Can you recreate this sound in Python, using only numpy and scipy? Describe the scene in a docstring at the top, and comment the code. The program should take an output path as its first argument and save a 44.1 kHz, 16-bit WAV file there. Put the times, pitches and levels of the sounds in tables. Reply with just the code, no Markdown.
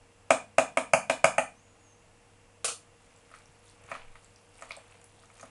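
"""Seven raps of a spoon ring a big glass bowl, damped by the boiled vegetables inside it.
A thin high whistle sounds once, then the spoon is laid on the counter and bounces to rest.
A masher squashes the vegetables with wet crackles and pops of trapped air, now and then
knocking the bowl. The kitchen is small and live; behind it all are soft low bumps,
steady air noise and the faint hum of an appliance."""
import sys
import numpy as np
from scipy import signal
from scipy.fft import rfft, irfft
from scipy.io import wavfile
from scipy.ndimage import uniform_filter1d

SR = 44100
rng = np.random.default_rng(int(sys.argv[2]) if len(sys.argv) > 2 else 0)


def pcm_store(signal):
    """Save signal as 16-bit PCM."""
    levels = np.round(np.clip(np.atleast_2d(signal), -1, 1) * 32767)
    wavfile.write(sys.argv[1], SR, levels.astype(np.int16).T)


N = 242550
TIME = np.arange(N) / SR


# The spoon's rhythm. 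Each row: start in seconds, relative strength in dB, low register boost in dB.
SPOON_RAPS = [(0.3058, -3, 4.5), (0.5830, -3.5, 6), (0.772, -8.5, 2), (0.9347, -3.3, 2.5),
              (1.098, -8.5, 2.5), (1.2426, -2.5, 3), (1.3815, -7.5, 3.5)]


def spoon_raps():
    """The spoon strikes the glass with a short contact; harder raps are brighter."""
    blows = [(s, db, low_db, 0, -2, -8.5 + 0.37 * db) for s, db, low_db in SPOON_RAPS]
    return bowl(blows, strength_db=15.0, rise_s=0.0011, fall_s=0.0036, scatter_db=2.0, blur=1.5)


# The voice of the loaded, hand-held bowl. Each row: pitch in Hz, width in Hz, relative level in dB.
BOWL_MODES = [(146, 57.4, 8), (560, 110, 20), (626.5, 80.2, 33.5), (838.6, 131, 21.5), (908.2, 41, 26.5),
              (1256, 151, 20), (1530, 112, 17), (1766, 73, 17.5), (1998, 168, 13), (2232, 105, 19),
              (2419, 91, 25.5), (2665, 102, 17.5), (2880, 90, 13), (2980, 143, 8), (3215, 96, 5.5),
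              (4436, 390, -1.5), (4740, 750, 2.5), (6005, 120, 7.5), (6490, 560, 9.5), (8510, 820, 9),
              (9600, 436, 7.5), (10750, 330, -4.5)]
# Edges in Hz of the low, middle, upper and treble registers; the place of contact sets their balance.
REGISTER_EDGES_HZ = [0, 900, 2000, 4500, 12000]
# How the modes answer a blow deep in the bowl. Each row: frequency in Hz, boost or cut in dB.
DEEP_BLOW_COLOUR = [(150, 3.5), (480, 3), (650, 0), (800, -11.5), (1150, 10), (1550, -5.5), (1760, -0.5),
                    (2000, 6), (2400, 5.5), (2800, -9), (4000, 6), (8000, 6)]


def bowl(blows, strength_db, rise_s, fall_s, scatter_db, blur, deep=False):
    """Each blow rings the bowl's damped modes; returns the sound sent to the microphone and walls."""
    direct, to_walls = np.zeros(N), np.zeros(N)
    hz, width, mode_db = np.transpose(BOWL_MODES)
    mode_db = mode_db + (at_hz(DEEP_BLOW_COLOUR, hz) if deep else 0)
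    register = np.digitize(hz, REGISTER_EDGES_HZ) - 1
    # neighbouring modes swing in opposite directions, so the knock swells for a moment
    polarity = (-1) ** np.arange(len(hz))
    for s, blow_db, *register_db in blows:
        force = contact(rise_s, fall_s)
        gains = polarity * from_db(mode_db + scatter_db * rng.standard_normal(len(hz)))
        # summed over all directions, the bowl's peaks are broader
        for track, widths in (direct, width), (to_walls, width * blur):
            rings = np.array([g * resonance(force, f, w) for f, w, g in zip(hz, widths, gains)])
            knock = sum(from_db(db) * unit(rings[register == k].sum(axis=0))
                        for k, db in enumerate(register_db))
            add(track, s - .02, from_db(blow_db + strength_db) * unit(knock))
    return np.array([direct, to_walls])


def contact(rise_s, fall_s, grit=3.0, passes=6):
    """A click inside a brief gritty slide, about equally strong at all pitches; it peaks 20 ms in."""
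    t = TIME[:SR // 8] - 0.02
    touch = np.exp(-(t / np.where(t < 0, rise_s, fall_s)) ** 2)
    slide = np.diff(rng.standard_normal(len(t)), prepend=0) * touch
    force = (t == 0) + grit * unit(slide)
    for _ in range(passes):
        # even out the spectrum while the force stays confined to the time of touch
        spectrum = rfft(force)
        force = irfft(spectrum / (np.abs(spectrum) + 1e-9), len(t)) * touch ** (1 / passes)
    return force


# The spoon's landing and bounces. Each row: start in seconds, relative strength in dB.
SPOON_BOUNCES = [(2.6445, 1.5), (2.652, -3), (2.680, -4.5), (2.687, -8), (2.704, -17), (2.712, -13)]
# The ring of the steel. Each row: pitch in Hz, relative level in dB, seconds to fall 60 dB.
SPOON_MODES = [(467.7, 1, 0.12), (1287, -11, .09), (1940, -2.5, 0.17), (2474, 1.5, 0.069),
               (4420, -16.5, 0.066), (5380, -17.5, 0.088), (5830, -3.5, 0.089), (6400, -5, 0.12),
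               (7700, -5, .1), (8570, -11, 0.084), (8732, -3, .1), (9840, 1, 0.16), (11000, -5, 0.19)]
# The tone of the clack on the counter. Each row: frequency in Hz, relative level in dB.
CLACK_COLOUR = [(100, -33), (300, -11), (550, 3), (950, -2), (1350, 7.5), (1700, -8), (2150, -9.5),
                (2500, 4.5), (3700, -3.5), (6100, 1), (8600, 3), (9700, -1), (10300, -10), (11500, -19)]


def spoon_laid_down(clack_db, clack_t60, ring_db):
    """The spoon bounces to rest; every touch clacks and sets the steel ringing."""
    out, t = np.zeros(N), TIME[:SR // 2]
    hz, mode_db, t60 = np.transpose(SPOON_MODES)[:, :, None]
    for s, touch_db in SPOON_BOUNCES:
        clack = unit(coloured(rng.standard_normal(len(t)), CLACK_COLOUR) * dying(t, clack_t60))
        gains = from_db(mode_db + 2 * rng.standard_normal(hz.shape))
        phase = 2 * np.pi * (hz * t + rng.random(hz.shape))
        ring = np.sum(gains * np.sin(phase) * dying(t, t60), axis=0)
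        add(out, s, from_db(touch_db) * (from_db(clack_db) * clack + from_db(ring_db) * ring))
    return out


# The masher hitting glass. Each row: start in seconds, relative strength in dB,
# low and upper register levels in dB against the middle one.
MASHER_KNOCKS = [(3.3146, -43.5, -4, -8), (3.3395, -38.5, -22, -10), (3.916, -22.5, -4, -4.5),
                 (3.952, -31, -6, -18), (4.155, -41, -12, -14), (4.6225, -31, -3.5, -13.5),
                 (4.707, -27, -4.5, 6), (4.7176, -40, -14, 11), (4.772, -38.5, 21, 0),
                 (5.236, -48, -5, -18), (5.301, -46.5, -11, -1), (5.3964, -45, -23, -1),
                 (5.4296, -34, 1, -13)]


def masher_knocks():
    """The masher strikes deep in the bowl, with a longer contact and little treble."""
    blows = [(s, db, low_db, 0, upper_db, -20.5) for s, db, low_db, upper_db in MASHER_KNOCKS]
    return bowl(blows, strength_db=15.5, rise_s=0.0018, fall_s=0.0058,
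                scatter_db=3.5, blur=3.1, deep=True)


# The pushes. Each row: moment of greatest pressure in seconds, relative squash and crackle levels in dB.
MASHER_PUSHES = [(3.11, -70.5, -69), (3.355, -62.5, -64), (3.69, -69, -65), (3.924, -51.5, -60),
                 (4.25, -86, -69.5), (4.614, -59.5, -60), (4.72, -58, -63.5), (4.92, -61.5, -69.5),
                 (5.219, -75, -65.5), (5.41, -60.5, -59)]
# The tones of the soft squash and the bright crackle. Each row: frequency in Hz, relative level in dB.
SQUASH_COLOUR = [(200, -11), (450, -4), (700, -6.5), (1150, -6.5), (1700, -9.5), (2400, -4.5), (3300, -13),
                 (6000, -24.5)]
CRACKLE_COLOUR = [(1500, -32), (3500, -7.5), (6000, -11), (9500, -6), (11500, -13)]
MASHING_FROM_S = 3.0


def mash():
    """Soft flesh tears under the masher while its wet skin crackles; the crackle stops sooner."""
    push_s, squash_db, crackle_db = np.transpose(MASHER_PUSHES)
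    squash = coloured(wet_grains(446, 3100, per_s=1800, spread_db=4.0, sharpness=2.3), SQUASH_COLOUR)
    crackle = coloured(wet_grains(3000, 10800, per_s=500, spread_db=3.0, sharpness=7.0), CRACKLE_COLOUR)
    squash *= pressure(push_s, squash_db, stir_db=-76, release_s=0.093)
    crackle *= pressure(push_s, crackle_db, stir_db=-77, release_s=0.039)
    return squash + crackle


def wet_grains(lowest_hz, highest_hz, per_s, spread_db, sharpness, count=12):
    """Each tiny cavity that opens in the mash rings briefly at a pitch of its own."""
    pitches = np.geomspace(lowest_hz, highest_hz, count)
    return sum(resonance(clicks(per_s / count, spread_db), hz, hz / sharpness) for hz in pitches)


def clicks(per_s, spread_db):
    """Tiny clicks of uneven size that come in clumps."""
    born = rng.random(N) < per_s * from_db(4 * drift(60)) / SR
    return born * rng.choice([-1, 1], N) * from_db(spread_db * np.minimum(rng.exponential(1, N), 4))


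def pressure(push_s, peaks_db, stir_db, release_s, swell_s=0.055):
    """Gain that builds up to each push and relaxes, over the quiet stirring in between."""
    power = from_db(stir_db) ** 2 * (TIME > MASHING_FROM_S)
    for s, db in zip(push_s, peaks_db):
        push = np.exp(-np.abs(TIME - s) / np.where(TIME < s, swell_s, release_s))
        power = power + (from_db(db) * push) ** 2
    return np.sqrt(power)


# The biggest air pockets. Each row: start in seconds, peak level in dB, pitch in Hz.
BIG_POPS = [(3.457, -50, 5770), (4.245, -46, 7700), (4.360, -47, 5740), (4.623, -39, 6900),
            (4.719, -29.5, 3820), (4.766, -37.5, 8360), (5.014, -45, 7450), (5.042, -41, 9530),
            (5.411, -40, 6400)]


def air_pops(t60, width_hz, small_per_s, small_db, count=40):
    """Trapped air spits out of the mash in short squirts; small pockets pop at random."""
    out, t = np.zeros(N), TIME[:SR // 16]
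    starts = random_times(small_per_s, MASHING_FROM_S)
    small = [(s, small_db, hz) for s, hz in zip(starts, rng.uniform(4500, 9100, count))]
    for (s, peak_db, hz), air in zip(BIG_POPS + small, rng.standard_normal((count, len(t)))):
        spit = resonance(air * dying(t, t60), hz, width_hz)
        add(out, s, from_db(peak_db) * spit / np.abs(spit).max())
    return out


def counter_shake(at_s, length_s, hz, level_db, rumble_db):
    """The hardest push makes the counter shudder."""
    swell = np.exp(-((TIME - at_s) / length_s) ** 2)
    rumble = coloured(rng.standard_normal(N), [(25, 0), (60, -18), (200, -35), (1000, -70)])
    return swell * (from_db(level_db) * np.sin(2 * np.pi * hz * TIME) + from_db(rumble_db) * rumble)


# The whistle's glide. Each row: time in seconds, pitch in Hz, relative level in dB.
WHISTLE_GLIDE = [(1.549, 5800, -74), (1.595, 6500, -65.5), (1.62, 7100, -77), (1.685, 6820, -69.5),
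                 (1.781, 7000, -81), (1.849, 6600, -64), (1.92, 6280, -66), (1.98, 6680, -73.5),
                 (2.06, 7150, -82)]


def whistle(level_db, waver_hz, flutter_db):
    """One thin, faint tone that glides and wavers."""
    s, hz, db = np.transpose(WHISTLE_GLIDE)
    pitch = np.interp(TIME, s, hz) + waver_hz * drift(200)
    gain = np.interp(TIME, s, from_db(db), left=0, right=0) * from_db(level_db + flutter_db * drift(49))
    return np.sqrt(2) * gain * np.sin(2 * np.pi * np.cumsum(pitch) / SR)


def near_echoes(x, t60, lowest_hz):
    """The bowl's wall and the dishes around it scatter the short waves back within a few ms."""
    t = TIME[:SR // 16]
    highpass = signal.butter(2, lowest_hz, "high", fs=SR, output="sos")
    scatter = signal.sosfilt(highpass, rng.standard_normal(len(t)))
    return signal.fftconvolve(x, unit(scatter * dying(t, t60) * (t > 0.001)))[:N]


# The length of the kitchen's reverb. 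Each row: frequency in Hz, seconds to fall 60 dB.
REVERB_T60 = [(100, 0.34), (600, 0.23), (2000, 0.26), (6000, 0.24), (11000, 0.23)]
# Its tone. Each row: frequency in Hz, boost or cut in dB.
REVERB_COLOUR = [(100, -1.5), (250, 1.5), (390, -3), (550, -4.5), (700, -4.5), (1000, -7), (1600, -4),
                 (2400, -7.5), (3800, 0.5), (7000, -1.5), (11000, 1.5)]


def kitchen_response(first_echo_s, build_up_s, smooth_hz):
    """Dense wall echoes that start after a few ms and linger longest in the bass."""
    t, hz = TIME[:SR], np.arange(SR // 2 + 1)
    white, tail = rfft(rng.standard_normal(SR)), 0
    edges = np.geomspace(50, 12800, 9)
    for low, high in zip(edges, edges[1:]):
        band = irfft(white * (hz >= low) * (hz < high), SR)
        tail = tail + band * dying(t, at_hz(REVERB_T60, np.sqrt(low * high)))
    onset = np.clip((t - first_echo_s) / build_up_s, 0, 1)
    spectrum = rfft(tail * onset)
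    # a diffuse field carries about the same power in neighbouring bands
    power = uniform_filter1d(np.abs(spectrum) ** 2, smooth_hz)
    even = spectrum / np.sqrt(power + power.mean() / 1000)
    response = irfft(even * from_db(at_hz(REVERB_COLOUR, hz)), SR) * (t > first_echo_s)
    return response[:SR * 2 // 3]


# The slow ring of the bowl on the counter. Each row: pitch in Hz, width in Hz, relative level in dB.
COUNTER_RING_MODES = [(162.7, 18, 7.5), (231, 2, -12), (212, 2.7, 20), (255.8, 10.8, 26), (273, 8.3, 18.5),
                      (538, 11.6, 2), (633.6, 22.5, -1), (734, 6.6, -3), (753, 8.3, 1), (840, 10.7, 3.5),
                      (937, 8.9, -9), (1203, 39, -1.5)]


def counter_ring(x, lag_s):
    """The bowl's slow low modes ring on against the counter after each knock."""
    late = np.interp(TIME - lag_s, TIME, x, left=0)
    return sum(from_db(db) * resonance(late, hz, width) for hz, width, db in COUNTER_RING_MODES)


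def bumps(per_s, level_db, spread_db, hz, length_s):
    """Dull bumps at random moments: a short dip in pressure and a swing back."""
    out, t = np.zeros(N), TIME[:SR // 16]
    bump = -np.sin(2 * np.pi * hz * t) * np.exp(-(t / length_s) ** 4)
    for s, size in zip(random_times(per_s, 0), rng.standard_normal(40)):
        add(out, s, from_db(level_db + spread_db * size) * bump)
    return out


# The tone of the background air. Each row: frequency in Hz, relative level in dB.
AIR_COLOUR = [(12, -47.5), (20, -2.5), (69, -16), (103, -12.5), (124, -15.5), (239, -15.5), (439, -16),
              (475, -16), (785, -17.5), (896, -18.5), (1520, -24), (2710, -24.5), (3930, -32.5),
              (7600, -30.5), (11000, -34), (14300, -87), (22000, -120)]


def room_air(level_db):
    """A steady bed of air noise, strongest in the bass."""
    return from_db(level_db) * coloured(rng.standard_normal(N), AIR_COLOUR)


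# The tones of the hum. Each row: pitch in Hz, rms level in dB.
HUM_TONES = [(100, -67.5), (474, -69.5), (517, -87), (2767, -80), (7680, -82.5)]


def appliance_hum(waver_db, pitch_waver):
    """An appliance hums in faint tones, each wavering slightly in pitch and level."""
    out = np.zeros(N)
    for hz, db in HUM_TONES:
        phase = 2 * np.pi * np.cumsum(hz + pitch_waver * np.sqrt(hz) * drift(30)) / SR
        out += np.sqrt(2) * from_db(db + waver_db * drift(28)) * np.sin(phase)
    return out


def from_db(db):
    """Decibels to gain."""
    return 10 ** (np.asarray(db) / 20)


def unit(x):
    """Scale to an energy of one."""
    return x / np.sqrt(np.sum(x ** 2) + 1e-20)


def at_hz(points, hz):
    """Read a table on a log-frequency axis."""
    f, value = np.transpose(points)
    return np.interp(np.log(np.maximum(hz, 1)), np.log(f), value)


def coloured(x, spectrum):
    """Give a noise a spectrum and an rms of one."""
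    hz = np.arange(len(x) // 2 + 1) * SR / len(x)
    return unit(irfft(rfft(x) * from_db(at_hz(spectrum, hz)), len(x))) * np.sqrt(len(x))


def drift(per_s):
    """A random wander with a spread of about one."""
    knots = np.arange(0, N / SR + 1, 1 / per_s)
    return np.interp(TIME, knots, rng.standard_normal(len(knots)))


def random_times(per_s, from_s, count=40):
    """Sparse random moments, seldom close together."""
    s = from_s + np.cumsum(rng.gamma(2, 1 / 2, count)) / per_s
    return s[s < N / SR]


def resonance(x, hz, width):
    """Two-pole resonance with a gain of one at its peak; width in Hz."""
    r = np.exp(-np.pi * width / SR)
    feedback = [1, -2 * r * np.cos(2 * np.pi * hz / SR), r * r]
    return signal.lfilter(np.array([1, 0, -1]) * (1 - r * r) / 2, feedback, x)


def dying(t, t60):
    """Envelope that falls 60 dB in t60 seconds."""
    return np.exp(-np.log(1000) * t / t60)


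def add(track, s, sound):
    """Mix a sound in at s seconds."""
    at = int(s * SR)
    track[at:at + len(sound)] += sound[:N - at]


def scene():
    """The bowl, right under the microphone, with the spoon and the food in a small live kitchen."""
    glass, glass_to_walls = spoon_raps() + masher_knocks()
    spoon = spoon_laid_down(clack_db=-2.0, clack_t60=0.09, ring_db=-41.5)
    food = from_db(2.0) * mash() + air_pops(t60=0.015, width_hz=860, small_per_s=2.4, small_db=-50.5)
    early = from_db(-5.5) * near_echoes(glass_to_walls + spoon, t60=0.043, lowest_hz=1000)
    response = kitchen_response(first_echo_s=0.0032, build_up_s=0.0071, smooth_hz=63)
    thin_tone = whistle(level_db=-5.0, waver_hz=50.3, flutter_db=2.0)
    reverb_send = glass_to_walls + thin_tone + from_db(-5.5) * food + from_db(-3.0) * spoon
    reverb = signal.fftconvolve(reverb_send, response)[:N]
    boom = from_db(-2.5) * counter_ring(glass, lag_s=0.007)
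    low_end = bumps(per_s=4.1, level_db=-57.5, spread_db=3, hz=111.4, length_s=0.008)
    low_end += counter_shake(at_s=4.07, length_s=0.09, hz=14, level_db=-46.0, rumble_db=-54.5)
    background = room_air(level_db=-61.0) + appliance_hum(waver_db=0.8, pitch_waver=0.202)
    return (glass + food + spoon + thin_tone + early + reverb + boom + low_end + background)[None]


def record(dry):
    """The microphone thins the deepest bass and the low middle; the top is cut steeply."""
    scooped = dry - from_db(-3.5) * resonance(dry, hz=382, width=77)
    thinned = signal.sosfilt(signal.butter(1, 12, "high", fs=SR, output="sos"), scooped)
    return signal.sosfilt(signal.ellip(12, .2, 85, 11200, fs=SR, output="sos"), thinned)


dry = scene()
out = record(dry)
pcm_store(out)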